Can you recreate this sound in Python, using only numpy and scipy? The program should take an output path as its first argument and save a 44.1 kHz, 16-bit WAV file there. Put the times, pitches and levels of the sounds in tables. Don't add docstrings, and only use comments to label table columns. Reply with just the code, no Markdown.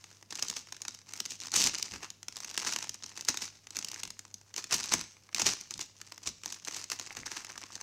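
import sys
import numpy as np
from scipy import signal
from scipy.fft import rfft, irfft
from scipy.io import wavfile
from scipy.ndimage import uniform_filter1d

SR = 44100
rng = np.random.default_rng(int(sys.argv[2]) if len(sys.argv) > 2 else 0)


def inscribe(sig):
    pcm = np.round(np.clip(np.atleast_2d(sig).T, -1, 1) * 32767)
    wavfile.write(sys.argv[1], SR, pcm.astype(np.int16))


N = 344862

# [f/Hz, level/dB]
HISS_SPECTRUM = [(30, 25), (150, 33.5), (400, 25.5), (2000, 14.5), (9000, 9.5), (16000, 6)]
# [f/Hz, level/dB]
FILM_SPECTRUM = [(180, -66), (300, -10), (597, -16.5), (923, -8), (1450, -10), (2480, -7), (2790, -6),
                 (3300, -9.5), (6140, 1.5), (9980, -18), (15200, -25.5), (16500, -40)]
# [f/Hz, level/dB]
WALL_SPECTRUM = [(25, -18), (70, -12), (250, -4.5), (3000, -48)]
# [start t/s, hold t/s, crackle gain level/dB]
GRIPS = [(0, 0.17, -68), (0.324, 0.19, -42.5), (0.698, 0.25, -52.5), (1.074, 0.25, -48.5),
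         (1.42, 0.056, -45.5), (1.537, 0.17, -38.5), (1.745, 0.2, -48.5), (2.327, 0.38, -48.5),
         (2.528, 0.2, -41.5), (2.772, 0.065, -45.5), (2.907, 0.2, -57.5), (3.17, 0.3, -48.5),
         (3.741, 0.25, -47.5), (4.564, 0.09, -58), (4.7, 0.27, -40), (5.361, 0.18, -40.5),
         (5.709, 0.039, -49.5), (5.99, 0.12, -54.5), (6.243, 0.02, -47), (6.461, 0.057, -43),
         (6.655, 0.13, -44.5), (6.91, 0.91, -51)]
# [t/s, gain level/dB inside the grip gain]
FINGER_RUB = [(.2, 1), (.3, -15)]
# [t/s, drive level/dB, low part against middle level/dB]
CREASE_SNAPS = [(0.041, -36.5, 1.5), (0.1134, -46, 8.5), (0.226, -43, 8), (.3542, -26, -18),
                (0.396, -30, -14), (0.4246, -16, -6), (.4469, -34, -14), (.4834, -23, -19),
                (0.4995, -19, -21), (.6714, -45, 8), (.6863, -47, 7), (.724, -29, 1.5), (.766, -36, 1),
                (.818, -25, -17), (.851, -29.5, 3), (0.8814, -23, -2), (0.9468, -33.5, -7),
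                (1.136, -31, 1.5), (1.1746, -33, -5), (1.2024, -17.5, -7.5), (1.2596, -26, -4),
                (1.402, -30, -10), (1.4696, -28.5, -2), (1.518, -25.5, -8), (1.6166, -14, -15),
                (1.64, -12.5, -15), (1.663, -17.5, -4), (1.7832, -23, -44.5), (1.826, -18, -45),
                (2.1029, -29.5, -10), (2.2297, -33.5, -2), (2.283, -25.5, -1), (2.3675, -27.5, -5),
                (2.4031, -29.5, -1), (2.446, -27.5, 0), (2.5117, -32.5, 1), (2.542, -32, -18),
                (2.5761, -16, -2), (2.6219, -37, 9), (2.6481, -26, 4), (2.7353, -22, -8),
                (2.7612, -20, 3.5), (2.7872, -24.5, 1), (2.8933, -22, -13), (2.9426, -30, -9),
                (3.062, -32, -5), (3.175, -31, 2), (3.2093, -27, -7), (3.249, -31, -25), (3.343, -27.5, 6),
                (3.3723, -22.5, -3.5), (3.6697, -35.5, 2), (3.706, -32, -6), (3.7582, -33.5, 0),
                (3.7677, -22.5, -3.5), (3.7885, -22, -3.5), (3.846, -21, -12), (3.8846, -27, -16),
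                (3.9153, -27, -10), (3.9429, -29.5, -11), (4.0333, -21.5, -5), (4.0518, -30, 0),
                (4.0755, -33.5, -1), (4.104, -29, -3), (4.192, -30.5, -4), (4.251, -41.5, 4.5),
                (4.3416, -29.5, -68), (4.413, -45.5, 3.5), (4.5403, -31, -1), (4.5625, -24.5, -6),
                (4.6412, -26, -4), (4.7094, -23.5, -2), (4.7812, -25.5, -7), (4.801, -28.5, 3),
                (4.8394, -24, -22), (4.981, -30.5, -11), (5.011, -26, -1), (5.039, -37.5, 4),
                (5.1673, -56.5, 18), (5.29, -53, 18), (5.3278, -42, 9), (5.3463, -14.5, -11.5),
                (5.382, -24.5, 2.5), (5.6107, -32, -21), (5.7079, -26, -3), (5.7775, -34, -7),
                (5.793, -33.5, 8), (6.0142, -32, 1), (6.121, -31, 2.5), (6.1781, -36.5, 3), (6.435, -34, 2),
                (6.4588, -27, 1), (6.524, -26, -6), (6.649, -29, -18), (6.7103, -32.5, 1),
                (6.8409, -28, -10), (6.9002, -25, -3), (6.9964, -26, 0.5), (7.447, -31.5, 1),
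                (7.5776, -29.5, 4), (7.7536, -26, -6.5), (7.8112, -32, 1)]
# [t/s, drive level/dB, low part against middle level/dB, run time constant t/ms]
FOLD_RIPS = [(0.307, -33, -3, 6.1), (0.5652, -27, -3, 20.5), (1.3059, -27, -18, 22),
             (1.5385, -21.5, -1, 11), (1.5613, -14, -13.5, 22), (1.6012, -19.5, -7, 160),
             (1.672, -17, -2.5, 9.6), (1.9367, -35.5, 5.5, 26), (2.029, -36, 8.5, 26), (2.6693, -24, 1, 36),
             (2.7242, -28.5, 1.5, 18), (3.2864, -18.5, -1.5, 13), (3.4203, -27.5, -3, 32),
             (4.579, -28.5, 1.5, 19), (4.724, -18.5, 2, 19), (4.742, -17.5, -6, 15), (4.9204, -21.5, 3, 24),
             (4.937, -17, 1, 11), (5.3962, -19, 1.5, 13), (5.418, -17.5, -2, 8.4), (5.4653, -15, -1, 37),
             (5.81, -26, -6, 16.5), (6.2731, -22, -5, 12.3), (6.7647, -32, .5, 38), (6.917, -25.5, 1.5, 18),
             (7.1679, -32.5, 5, 9.6), (7.261, -30.5, 2, 18), (7.316, -31.5, 4, 20), (7.366, -33, 5, 37)]
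# [t/s, drive level/dB]
SOFT_BUMPS = [(1.633, -43), (1.911, -43), (2.858, -56), (3.02, -59), (3.413, -61), (4.04, -51),
              (4.721, -43), (4.91, -36.5), (5.403, -39.5), (5.74, -52), (6.253, -49.5), (7.155, -44)]
# [t/s, starting level/dB, pitch f/Hz]
SNACK_KNOCKS = [(7.072, -44, 2230), (7.107, -27.5, 2180), (7.168, -55, 2150), (7.199, -39, 1990),
                (7.233, -31.5, 2060), (7.279, -32, 1720), (7.473, -41, 1890), (7.557, -36, 1700),
                (7.704, -41, 1160)]

HISS_DB = -69.5
HUM_HZ, HUM_DB = 100, -70
SPLIT_HZ = (2500, 9000)
TAKE_UP_DB_PER_S, LET_GO_DB_PER_S = 875, 196
REST_DB = -69
RISE_S = 0.0006
SNAP_RUN_MS = 0.98
WALL_DB = -21
ROOM_DB, ROOM_FIRST_S = -15, 0.004
ROOM_LOW_HZ, ROOM_TOP_HZ = 3500, 7400
ROOM_LOW_T60_S, ROOM_MIDDLE_T60_S, ROOM_TOP_T60_S = 0.3, 0.5, 0.2
BUMP_LOW_HZ, BUMP_TOP_HZ, BUMP_S = 45, 237, 0.028
POUR_START_S, POUR_DB = 6.92, -64
KNOCKS_PER_S, KNOCK_CYCLES = 90, 14
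CUTOFF_HZ = 16800


def from_db(db):
    return 10 ** (np.asarray(db) / 20)


def rms_one(x):
    return x / np.sqrt(np.mean(x ** 2) + 1e-20)


def colour(x, spectrum, size=8192):
    hz, level_db = np.transpose(spectrum)
    grid = np.maximum(np.arange(size // 2 + 1), 1) * SR / size
    gain = from_db(np.interp(np.log(grid), np.log(hz), level_db))
    cepstrum = irfft(np.log(gain))
    cepstrum[1:size // 2] *= 2
    cepstrum[size // 2 + 1:] = 0
    pulse = irfft(np.exp(rfft(cepstrum)))
    return signal.fftconvolve(x, pulse / np.sqrt(np.sum(pulse ** 2)))[:N]


def drift(rate):
    r = np.exp(-2 * np.pi * rate / SR)
    wander = signal.lfilter([1], [1, -2 * r, r * r], rng.standard_normal(N + SR))
    return rms_one(wander[SR:])


def hiss():
    return from_db(HISS_DB) * colour(rng.standard_normal(N), HISS_SPECTRUM)


def hum():
    level = from_db(HUM_DB + 1.5 * drift(4))
    return level * np.sqrt(2) * np.sin(2 * np.pi * HUM_HZ * np.arange(N) / SR)


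def film_band(x, part):
    edges = [(SPLIT_HZ[0], "low"), (SPLIT_HZ, "band"), (SPLIT_HZ[1], "high")][part]
    return signal.sosfilt(signal.butter(3, *edges, fs=SR, output="sos"), x)


def handling():
    t, power = np.arange(N) / SR, from_db(REST_DB) ** 2
    for start_s, hold_s, level_db in GRIPS:
        take_up_db = TAKE_UP_DB_PER_S * np.maximum(start_s - t, 0)
        let_go_db = LET_GO_DB_PER_S * np.maximum(t - start_s - hold_s, 0)
        power = power + from_db(level_db - take_up_db - let_go_db) ** 2
    return np.sqrt(power)


def crackle(part_levels_db=(3.0, 0, -3.0), per_s=350, t60=0.009):
    born = rng.random(N) < per_s * from_db(4.0 * drift(25)) / SR
    sizes = born * from_db(5.5 * np.minimum(rng.exponential(1, N), 3))
    decay = from_db(-60 / (t60 * SR))
    out = 0
    for part, part_db in enumerate(part_levels_db):
        ticks = sizes * from_db(rng.normal(0, 5.0, N))
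        envelope = signal.lfilter([1], [1, -decay], ticks + 1e-18)
        noise = rms_one(envelope) * rng.standard_normal(N)
        out = out + from_db(part_db) * film_band(noise, part)
    return out


def finger_rub():
    rub_db = np.interp(np.arange(N) / SR, *np.transpose(FINGER_RUB))
    return from_db(rub_db) * (rng.standard_normal(N) + film_band(rng.standard_normal(N), 0))


def snaps(t60s=(0.016, 0.012, 0.008), runs_db=(-10.0, -12.0, -17.0), size=4096):
    rows = [(*row, SNAP_RUN_MS) for row in CREASE_SNAPS] + list(FOLD_RIPS)
    s, level_db, low_db, run_ms = np.transpose(rows)
    lead = size // 4
    t = (np.arange(size) - lead) / SR
    after, run_s = np.maximum(t, 0), run_ms[:, None] / 1000
    grit_db = 5.2 * np.repeat(rng.standard_normal((len(s), size // 32)), 32, axis=1)
    run = from_db(grit_db) * np.exp(np.where(t < 0, 4 * t, -t) / run_s)
    top_db = rng.normal(4.56, 1.68, len(s))
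    noise = rng.standard_normal((len(s), 3, size))
    bursts = 0
    for part, (part_db, t60, run_db) in enumerate(zip((low_db, 0, top_db), t60s, runs_db)):
        buckle = (1 - np.exp(-after / RISE_S)) * from_db(-60 * after / t60)
        envelope = buckle + from_db(run_db) * run
        burst = film_band(envelope * noise[:, part], part)
        share = np.sum(burst ** 2, axis=1) / np.sum(envelope ** 2, axis=1)
        gain = from_db(level_db + part_db) / np.sqrt(share / share.mean())
        bursts = bursts + burst * gain[:, None]
    out = np.zeros(N + size)
    for i, burst in zip(np.round(s * SR).astype(int), bursts):
        out[i:i + size] += burst
    return out[lead:][:N]


def wall_thumps(film):
    swing = np.sqrt(np.abs(uniform_filter1d(film ** 2, size=800, origin=300)))
    return from_db(WALL_DB) * colour(swing * rng.standard_normal(N), WALL_SPECTRUM)


def room(x):
    t = np.arange(SR) / SR
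    noise = rng.standard_normal(SR) * (t > ROOM_FIRST_S)
    body = signal.sosfilt(signal.butter(2, ROOM_TOP_HZ, fs=SR, output="sos"), noise)
    low = signal.sosfilt(signal.butter(2, ROOM_LOW_HZ, fs=SR, output="sos"), body)
    tail = low * from_db(-60 * t / ROOM_LOW_T60_S)
    tail = tail + (body - low) * from_db(-60 * t / ROOM_MIDDLE_T60_S)
    tail = tail + (noise - body) * from_db(-60 * t / ROOM_TOP_T60_S)
    return from_db(ROOM_DB) * signal.fftconvolve(x, tail / np.sqrt(np.sum(tail ** 2)))[:N]


def bumps():
    t, envelope = np.arange(N) / SR, 0
    for s, level_db in SOFT_BUMPS:
        age = np.maximum(t - s, 0) / BUMP_S
        envelope = envelope + from_db(level_db) * age * np.exp(-age)
    low_band = signal.butter(2, [BUMP_LOW_HZ, BUMP_TOP_HZ], "band", fs=SR, output="sos")
    return envelope * rms_one(signal.sosfilt(low_band, rng.standard_normal(N)))


def snacks():
    t = np.arange(N) / SR
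    sizes = from_db(4.5 * np.minimum(rng.exponential(1, N), 3))
    knocks = (rng.random(N) < KNOCKS_PER_S / SR) * sizes
    dealt, pour = rng.integers(0, 12, size=N), 0
    for k, hz in enumerate(np.geomspace(800, 2400, num=12)):
        r, w = from_db(-60 * hz / (KNOCK_CYCLES * SR)), 2 * np.pi * hz / SR
        struck = knocks * (dealt == k) + 1e-18
        pour = pour + signal.lfilter([0, np.sin(w)], [1, -2 * r * np.cos(w), r * r], struck)
    out = from_db(POUR_DB) * (t > POUR_START_S) * rms_one(pour)
    for s, level_db, hz in SNACK_KNOCKS:
        cycles = hz * np.maximum(t - s, 0)
        out = out + from_db(level_db - 60 * cycles / KNOCK_CYCLES) * np.sin(2 * np.pi * cycles)
    return out


def scene():
    film = colour(snaps() + handling() * (crackle() + finger_rub()), FILM_SPECTRUM)
    packet = film + wall_thumps(film) + bumps() + snacks()
    return (packet + room(packet) + hiss() + hum())[None]


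def record(dry):
    return signal.sosfilt(signal.cheby2(14, 70, CUTOFF_HZ, fs=SR, output="sos"), dry)


dry = scene()
out = record(dry)
inscribe(out)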